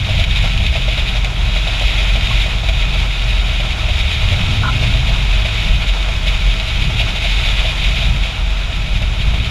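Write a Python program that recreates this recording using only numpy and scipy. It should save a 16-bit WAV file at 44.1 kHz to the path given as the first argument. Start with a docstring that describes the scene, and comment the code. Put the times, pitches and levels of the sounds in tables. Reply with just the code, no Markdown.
"""Inside a road tunnel, on a cruising V-twin motorcycle; close stereo microphone in the rider's camera.
From the start the engine throbs against its own echo, the walls smear the exhaust into a rumble, and
a first boom sinks away. Wind and tyre rush ring in the plastic housing, which ticks throughout.
Road jolts at once knock the mount and the housing clicks; the mount creaks at 2.3 s and 4.6 s.
With that second creak the tunnel booms loudest, and a last, softer boom rises at the end."""
import sys
import numpy as np
from scipy import signal
from scipy.fft import rfft, irfft, next_fast_len
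from scipy.io import wavfile
from scipy.ndimage import uniform_filter1d, minimum_filter1d, map_coordinates

SR = 44100
rng = np.random.default_rng(int(sys.argv[2]) if len(sys.argv) > 2 else 0)


def unload_audio(sound):
    """Save the sound as a 16-bit wav file, at the path given as the first command line argument."""
    columns = np.transpose(np.atleast_2d(sound))
    # keep every value between -1 and 1, then stretch to whole-number steps
    steps = np.round(np.clip(columns, -1, 1) * 32767)
    wavfile.write(sys.argv[1], SR, steps.astype(np.int16))


N = 418950  # 9.5 s


def amp(db):
    """Decibels to gain."""
    return 10 ** (np.asarray(db) / 20)


def unit(x):
    """Scale to rms 1."""
    return x / np.sqrt(np.mean(x ** 2) + 1e-20)


def along(points, hz):
    """Read (freq_hz, value) points on a log frequency axis."""
    freqs, values = np.transpose(points)
    return np.interp(np.log(hz + 1), np.log(freqs + 1), values)


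def curves(rows):
    """One value per sample for each column after the time."""
    times, *columns = np.transpose(rows)
    return [np.interp(np.arange(N) / SR, times, column) for column in columns]


def humps(rows, length_s):
    """A smooth hump at each (centre_s, height)."""
    t = np.arange(N) / SR
    return sum(height * np.exp(-(2 * (t - centre_s) / length_s) ** 2) for centre_s, height in rows)


def wobble(rate):
    """A smooth random curve of rms 1, rate knots a second."""
    knots = rng.standard_normal(int(N * rate / SR) + 4)
    return unit(map_coordinates(knots, [np.arange(N) * rate / SR]))


def filtered(x, response):
    """Filter x by a gain given as a function of frequency."""
    size = next_fast_len(N + SR // 2)
    return irfft(rfft(x, size) * response(np.fft.rfftfreq(size, 1 / SR)), size)[..., :N]


def add(track, start_s, x):
    """Mix x into the track at start_s."""
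    part = track[max(round(start_s * SR), 0):][:len(x)]
    part += x[:len(part)]


# crank speed: time_s, turns_per_s
CRANK_SPEED = [(0.0, 46.5), (0.45, 43.3), (2.49, 46.0), (4.52, 41.0), (5.32, 46.0), (6.59, 42.0),
               (8.68, 44.9), (9.1, 41.0), (9.5, 55)]

def crank_turns():
    """Turns of the crankshaft so far, at each sample."""
    return np.cumsum(curves(CRANK_SPEED)[0]) / SR


# engine throb, heard from the saddle: time_s, level_db (before trim)
THROB_LEVEL = [(0, -33), (0.26, -13), (0.7, -18.5), (1.1, -16.0), (3.4, -15), (4.45, -23.5), (5.1, -15.0),
               (6.8, -18.5), (7.4, -14.5), (9.5, -18)]
# its strongest surges and deepest fades: centre_s, lift_db
THROB_SURGES = [(0.77, -6), (0.9, 2), (1.33, -9), (1.49, 3.5), (2.12, 4), (2.37, 1), (2.5, -15),
                (2.97, 2.5), (3.75, -10), (4.24, 8.5), (4.4, -10), (5.9, 7.5), (6.28, 6.5), (6.48, 8),
                (6.67, -10), (8.08, 5.5), (8.35, -17)]

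def engine_throb(turns, beat_hz=3.3, echo_gain=.33, trim_db=-0.5):
    """A deep tone at the firing rate beats against its pitch-shifted echo off the passing wall."""
    level_db = curves(THROB_LEVEL)[0] + humps(THROB_SURGES, length_s=0.078)
    phase = 2 * np.pi * turns + 0.3 * wobble(14)
    echo_shift = 2 * np.pi * beat_hz * np.arange(N) / SR + 1.58 * wobble(6)
    tone = np.sin(phase) + echo_gain * np.sin(phase + echo_shift)
    return amp(level_db + trim_db) * unit(tone)


# decay off the tunnel walls: freq_hz, t60_s
WALL_DECAY = [(40, 2.03), (300, 1.5), (3000, 0.42)]

def tunnel_echo(x, drift_rad=1.69):
    """The long tail of the tiled tube, its phase drifting as the walls go by."""
    hz, t, noise = signal.stft(rng.standard_normal(SR), SR, nperseg=1024)
    decay = amp(-60 * t / along(WALL_DECAY, hz)[:, None])
    tail = signal.istft(noise * decay, SR, nperseg=1024)[1]
    echo = signal.fftconvolve(np.r_[x[-SR:], x], tail)[SR:SR + N]  # the tube is already ringing
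    return unit(np.real(signal.hilbert(echo) * np.exp(1j * drift_rad * wobble(12))))


# levels along the tunnel, before trim: time_s, exhaust_db, tyres_db
TUNNEL_LEVELS = [(0.0, -20.5, -35.5), (2.33, -23, -32), (3.17, -25, -33.5), (4.66, -17.5, -32),
                 (5.61, -23, -33), (6.51, -26, -33.5), (6.93, -18, -33.5), (7.43, -25, -31.5),
                 (8.89, -22.5, -35), (9.5, -18, -34)]
# exhaust rumble at the microphone: freq_hz, gain_db
EXHAUST_SPECTRUM = [(5, -50), (25, -11), (48, -13), (64, 8.5), (74, -0.5), (88, -8.5), (112, 1), (135, -7),
                    (155, -16.5), (178, -9.5), (215, -25), (280, -27), (420, -31), (900, -61.5)]

def exhaust(turns, scatter=0.65, echo_db=7, trim_db=-1):
    """Two unevenly spaced firings every two turns, mostly heard off the walls."""
    level_db = curves(TUNNEL_LEVELS)[0]
    pulses = np.zeros(N)
    for crank_deg in (0, 315):
        firings = np.flatnonzero(np.diff(np.floor(turns / 2 - crank_deg / 720)))
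        pulses[firings] = 1 + scatter * rng.standard_normal(SR)[:len(firings)]
    echoes = sum(tunnel_echo(pulses) for _ in range(3))
    wash = unit(pulses) + amp(echo_db) * unit(echoes)
    rumble = filtered(wash, lambda hz: amp(along(EXHAUST_SPECTRUM, hz)))
    return amp(level_db + trim_db) * unit(rumble)


# booms between bike and wall: peak_s, level_db, pitch_hz, glide_octaves_per_s, rise_s, fall_s
WALL_BOOMS = [(0.101, -21, 91.8, -1.0, .3, .75), (4.65, -18, 110, .75, 0.96, .4),
              (9.5, -24, 85, .65, .6, .3)]

def wall_booms(spread_hz=34, octave_db=-17, top_hz=120.3):
    """A broad air resonance and its octave swell and glide, higher as the wall comes closer."""
    def slow_noise(corner_hz):
        real, imag = filtered(rng.standard_normal((2, N)), lambda hz: (1 + (hz / corner_hz) ** 2) ** -2)
        return unit(real) + 1j * unit(imag)

    low, octave = slow_noise(spread_hz), slow_noise(2 * spread_hz)
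    out, t = np.zeros(N), np.arange(N) / SR
    for peak_s, level_db, pitch_hz, glide, rise_s, fall_s in WALL_BOOMS:
        hz = np.minimum(pitch_hz * 2 ** (glide * (t - peak_s)), top_hz)
        carrier = np.exp(2j * np.pi * np.cumsum(hz) / SR)
        swell = np.exp(-((t - peak_s) / np.where(t < peak_s, rise_s, fall_s)) ** 2)
        out += amp(level_db) * swell * np.real(low * carrier + amp(octave_db) * octave * carrier ** 2)
    return out


# wind pressure right on the microphone: freq_hz, gain_db
BUFFET_SPECTRUM = [(4, -40), (14, -4), (24, 1.5), (34, -1.5), (48, -2), (70, -5), (90, -6.5), (125, -9.5),
                   (180, -15.5), (250, -29), (600, -66.5)]

def wind_buffet(level_db=-21, gust_db=2.7, side_db=-33):
    """Low eddies press on both microphone ports, almost alike."""
    mid, side = filtered(rng.standard_normal((2, N)), lambda hz: amp(along(BUFFET_SPECTRUM, hz)))
    eddies = mid + amp(side_db) * np.array([side, -side])
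    return amp(level_db) * unit(eddies * amp(gust_db * wobble(7)))


# how the two channels differ: freq_hz, side_minus_mid_db
CHANNEL_DIFFERENCE = [(120, -52), (240, -22), (900, -26), (2000, -26.5), (3700, -28.5), (4500, -18),
                      (7300, -16.5), (14000, -12.5)]

def port_noise():
    """White noise in the two channels, less alike in the treble."""
    mid, side = rng.standard_normal((2, N))
    side = filtered(side, lambda hz: amp(along(CHANNEL_DIFFERENCE, hz)))
    return np.array([mid + side, mid - side])


# air modes of the housing around the microphone: pitch_hz, width_hz, lift_db
HOUSING_MODES = [(634, 48, 6), (1095, 20, 1), (1318, 87, 5), (1419, 63, 5), (1500, 74, 2), (2257, 76, 3.5),
                 (2490, 146, 5), (3330, 59, 3.5), (3698, 230, 4), (4535, 150, 3.5), (5620, 100, 4),
                 (6260, 200, 4), (6940, 240, 6.5), (9850, 550, 4)]

def housed(x, spectrum):
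    """Colour x with a spectrum lifted by the housing's ringing air modes."""
    hz = np.fft.rfftfreq(8192, 1 / SR)
    modes_db = sum(lift / (1 + (2 * (hz - pitch) / width) ** 4) for pitch, width, lift in HOUSING_MODES)
    cepstrum = irfft(np.log(amp(along(spectrum, hz) + modes_db)))
    half = len(cepstrum) // 2
    fold = np.r_[1, np.full(half - 1, 2), np.zeros(half)]  # minimum phase: ringing follows its cause
    impulse = irfft(np.exp(rfft(cepstrum * fold)))
    return signal.fftconvolve(x, impulse[None], axes=1)[:, :N]


# air flowing over the housing: time_s, level_db (before trim)
WIND_LEVEL = [(0, -26.5), (0.38, -20.5), (0.52, -23), (1.1, -23.0), (1.33, -27.5), (1.68, -21.5),
              (2.44, -21.5), (2.54, -24.5), (4.45, -22.5), (4.65, -23.5), (4.9, -22.5), (6.1, -24.5),
              (7.15, -22.5), (7.3, -20.0), (8.02, -21), (8.15, -27), (8.6, -27), (9.5, -26.5)]
# gusts and lulls off the fairing: centre_s, lift_db
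WIND_GUSTS = [(0.1, 3.5), (0.21, 4.5), (0.28, -3), (0.37, 2), (0.98, 2.5), (1.31, -2.5), (4.13, 3),
              (5.18, 3.5), (5.65, 2), (5.79, -2.5), (5.89, 2.5), (6.2, -2.5), (6.28, 4.5), (6.82, 5),
              (7.0, 5.5), (7.19, -4), (7.25, 0), (8.25, 3.5)]
# hiss and contacts on the housing, heard from inside: freq_hz, gain_db
SHELL_SPECTRUM = [(900, -36), (1700, -11), (2200, 0), (2900, 1), (3500, 0), (3980, -2), (4200, -11),
                  (5200, -15), (5900, -23.5), (6700, -20.5), (8000, -30), (10500, -31), (13000, -35.5),
                  (15000, -51)]

def wind_hiss(turns, eddy_db=0.47, flutter_db=1.29, grit_db=0.75, trim_db=-0.36):
    """Air hisses over the housing, gusting, fluttering and shaken by the engine."""
    level_db = curves(WIND_LEVEL)[0] + humps(WIND_GUSTS, length_s=0.056)
    flow = amp(eddy_db * wobble(13) + flutter_db * wobble(35) + grit_db * wobble(500))
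    shake = 1 + 0.066 * np.sin(2 * np.pi * turns)
    return amp(level_db + trim_db) * unit(housed(port_noise() * flow * shake, SHELL_SPECTRUM))


# tyres on the road below the rider: freq_hz, gain_db
TYRE_SPECTRUM = [(150, 0.5), (300, -3.5), (560, -3), (720, 1.5), (950, -1), (1200, -3), (1700, -4),
                 (2400, -6), (4200, -14.5), (5200, -12.5), (7500, -22.5), (10500, -32), (13000, -36),
                 (15000, -48)]

def tyre_roar(flutter_db=1, trim_db=3):
    """Tyre roar fills the tunnel and rings in the housing."""
    level_db = curves(TUNNEL_LEVELS)[1]
    roar = port_noise() * amp(flutter_db * wobble(25))
    return amp(level_db + trim_db) * unit(housed(roar, TYRE_SPECTRUM))


def plastic_ticks(ticks_per_s=22, below_wind_db=15):
    """Loose plastic ticks at random, harder when the wind is strong."""
    wind_db = curves(WIND_LEVEL)[0]
    contacts = (rng.random(N) < ticks_per_s / SR) * rng.uniform(-0.85, 1, N)
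    return amp(wind_db - below_wind_db) * unit(housed(contacts[None], SHELL_SPECTRUM))


def ring(modes, t, detune, attack_s=0.0016):
    """Damped modes struck at t = 0, slightly retuned at each strike; peak 1."""
    x = np.zeros(len(t))
    for pitch_hz, width_hz, gain_db in modes:
        hz = pitch_hz * (1 + detune * rng.standard_normal())
        x += amp(gain_db) * np.exp(-np.pi * width_hz * t) * np.sin(2 * np.pi * hz * t)
    x *= 1 - np.exp(-t / attack_s)
    return x / np.abs(x).max()


# hardest road jolts reaching the camera: start_s, strength_db
ROAD_JOLTS = [(0.089, -17.5), (0.191, -17), (0.44, -17), (0.755, -14.5), (0.88, -17), (0.976, -20),
              (1.163, -20), (1.245, -19), (1.559, -19), (1.67, -17), (1.812, -14.5), (2.155, -16),
              (2.46, -17.5), (2.634, -19.5), (2.687, -16.5), (2.936, -20), (3.599, -17), (3.885, -17.5),
              (4.322, -16.5), (4.826, -17.5), (5.087, -18), (5.45, -19.5), (6.082, -20), (6.267, -18),
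              (7.001, -17.5), (7.242, -18), (7.652, -19), (9.016, -20)]
# modes of the camera mount: pitch_hz, width_hz, gain_db
MOUNT_MODES = [(322, 180, -1), (651, 67, 14), (766, 140, 4)]

def road_jolts(bumps_per_s=6, knock_db=-3, bounce_db=-2, bounce_s=.007, chatter_db=-5.5, chatter_s=.0066):
    """Each jolt or lesser random bump bounces the mount while the housing's chatter swells and dies."""
    knocks, chatter, t = np.zeros(N), np.zeros(N), np.arange(SR // 6) / SR
    hiss = unit(housed(port_noise(), SHELL_SPECTRUM))
    swell = t / chatter_s * np.exp(1 - t / chatter_s)
    bump_times = np.cumsum(.5 + rng.random(120)) / bumps_per_s
    bump_db = rng.normal(-27, 4, 120)
    for start_s, strength_db in [*ROAD_JOLTS, *zip(bump_times, bump_db)]:
        gaps = bounce_s * (.5 + rng.random(4))
        for bounce, delay in enumerate(np.cumsum(gaps) - gaps[0]):
            knock = ring(MOUNT_MODES, t, detune=.035, attack_s=0.00045)
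            add(knocks, start_s + delay, amp(strength_db + knock_db + bounce * bounce_db) * knock)
        add(chatter, start_s, amp(strength_db + chatter_db) * swell)
    return knocks + chatter * hiss


# sharp clicks right beside the microphone: start_s, level_db (before trim)
HOUSING_CLICKS = [(0.197, -12), (0.24, -5.5), (0.576, -8), (0.665, -5.5), (1.246, -6), (1.7963, -7),
                  (2.687, -6), (6.5992, -9.5)]

def housing_clicks(crack_t60_s=.015, rattle_t60_s=0.046, rattle_db=-6, trim_db=-4):
    """Hard plastic contacts: a brief crack and a short rattle."""
    force, t = np.zeros(N), np.arange(SR // 8) / SR
    crack = amp(-60 * t / crack_t60_s)
    rattle = amp(rattle_db - 60 * t / rattle_t60_s)
    for start_s, level_db in HOUSING_CLICKS:
        add(force, start_s, amp(level_db + trim_db) * np.maximum(crack, rattle))
    noise = port_noise()
    return housed(noise * force, SHELL_SPECTRUM) / np.std(housed(noise, SHELL_SPECTRUM))


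# low and high modes of the mount's joint: pitch_hz, width_hz, gain_db
JOINT_LOW_MODES = [(980, 50, 10), (1052, 27, 16)]
JOINT_HIGH_MODES = [(1330, 26.4, 2), (1420, 36, 4), (1470, 51, -6)]
# creaks close to the microphone: start_s, length_s, low_ring_db, high_ring_db (before trim)
MOUNT_CREAKS = [(2.31, .01, -25, -36), (4.636, .06, -22.5, -17.5)]

def mount_creaks(slip_s=.0105, scatter=.3, spread_db=2.5, trim_db=2.5):
    """The mount's joint slips in a quick, uneven run; every slip rings it anew."""
    out, t = np.zeros(N), np.arange(SR // 8) / SR
    for start_s, length_s, low_db, high_db in MOUNT_CREAKS:
        for delay in np.arange(0, length_s, slip_s):
            late, low_jitter, high_jitter = rng.standard_normal(3)
            low = amp(low_db + spread_db * low_jitter) * ring(JOINT_LOW_MODES, t, detune=0.02)
            high = amp(high_db + spread_db * high_jitter) * ring(JOINT_HIGH_MODES, t, detune=0.0099)
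            add(out, start_s + delay + scatter * slip_s * late, low + high)
    return amp(trim_db) * out


def scene():
    """Engine, air, road and mount, as they reach the rider's microphone."""
    turns = crank_turns()
    engine = engine_throb(turns) + exhaust(turns) + wall_booms()
    rush = wind_buffet() + wind_hiss(turns) + tyre_roar()
    return engine + rush + road_jolts() + housing_clicks() + plastic_ticks() + mount_creaks()


def record(dry):
    """The camera's limiter catches the highest peaks; nothing is kept above its band limit."""
    ceiling, top_hz = .89, 15250
    needed_gain = np.minimum(1, ceiling / (np.abs(dry).max(axis=0) + 1e-9))
    gain = uniform_filter1d(minimum_filter1d(needed_gain, size=900), size=800)  # hold, then smooth
    return filtered(dry * gain, lambda hz: hz < top_hz)


dry = scene()
out = record(dry)
unload_audio(out)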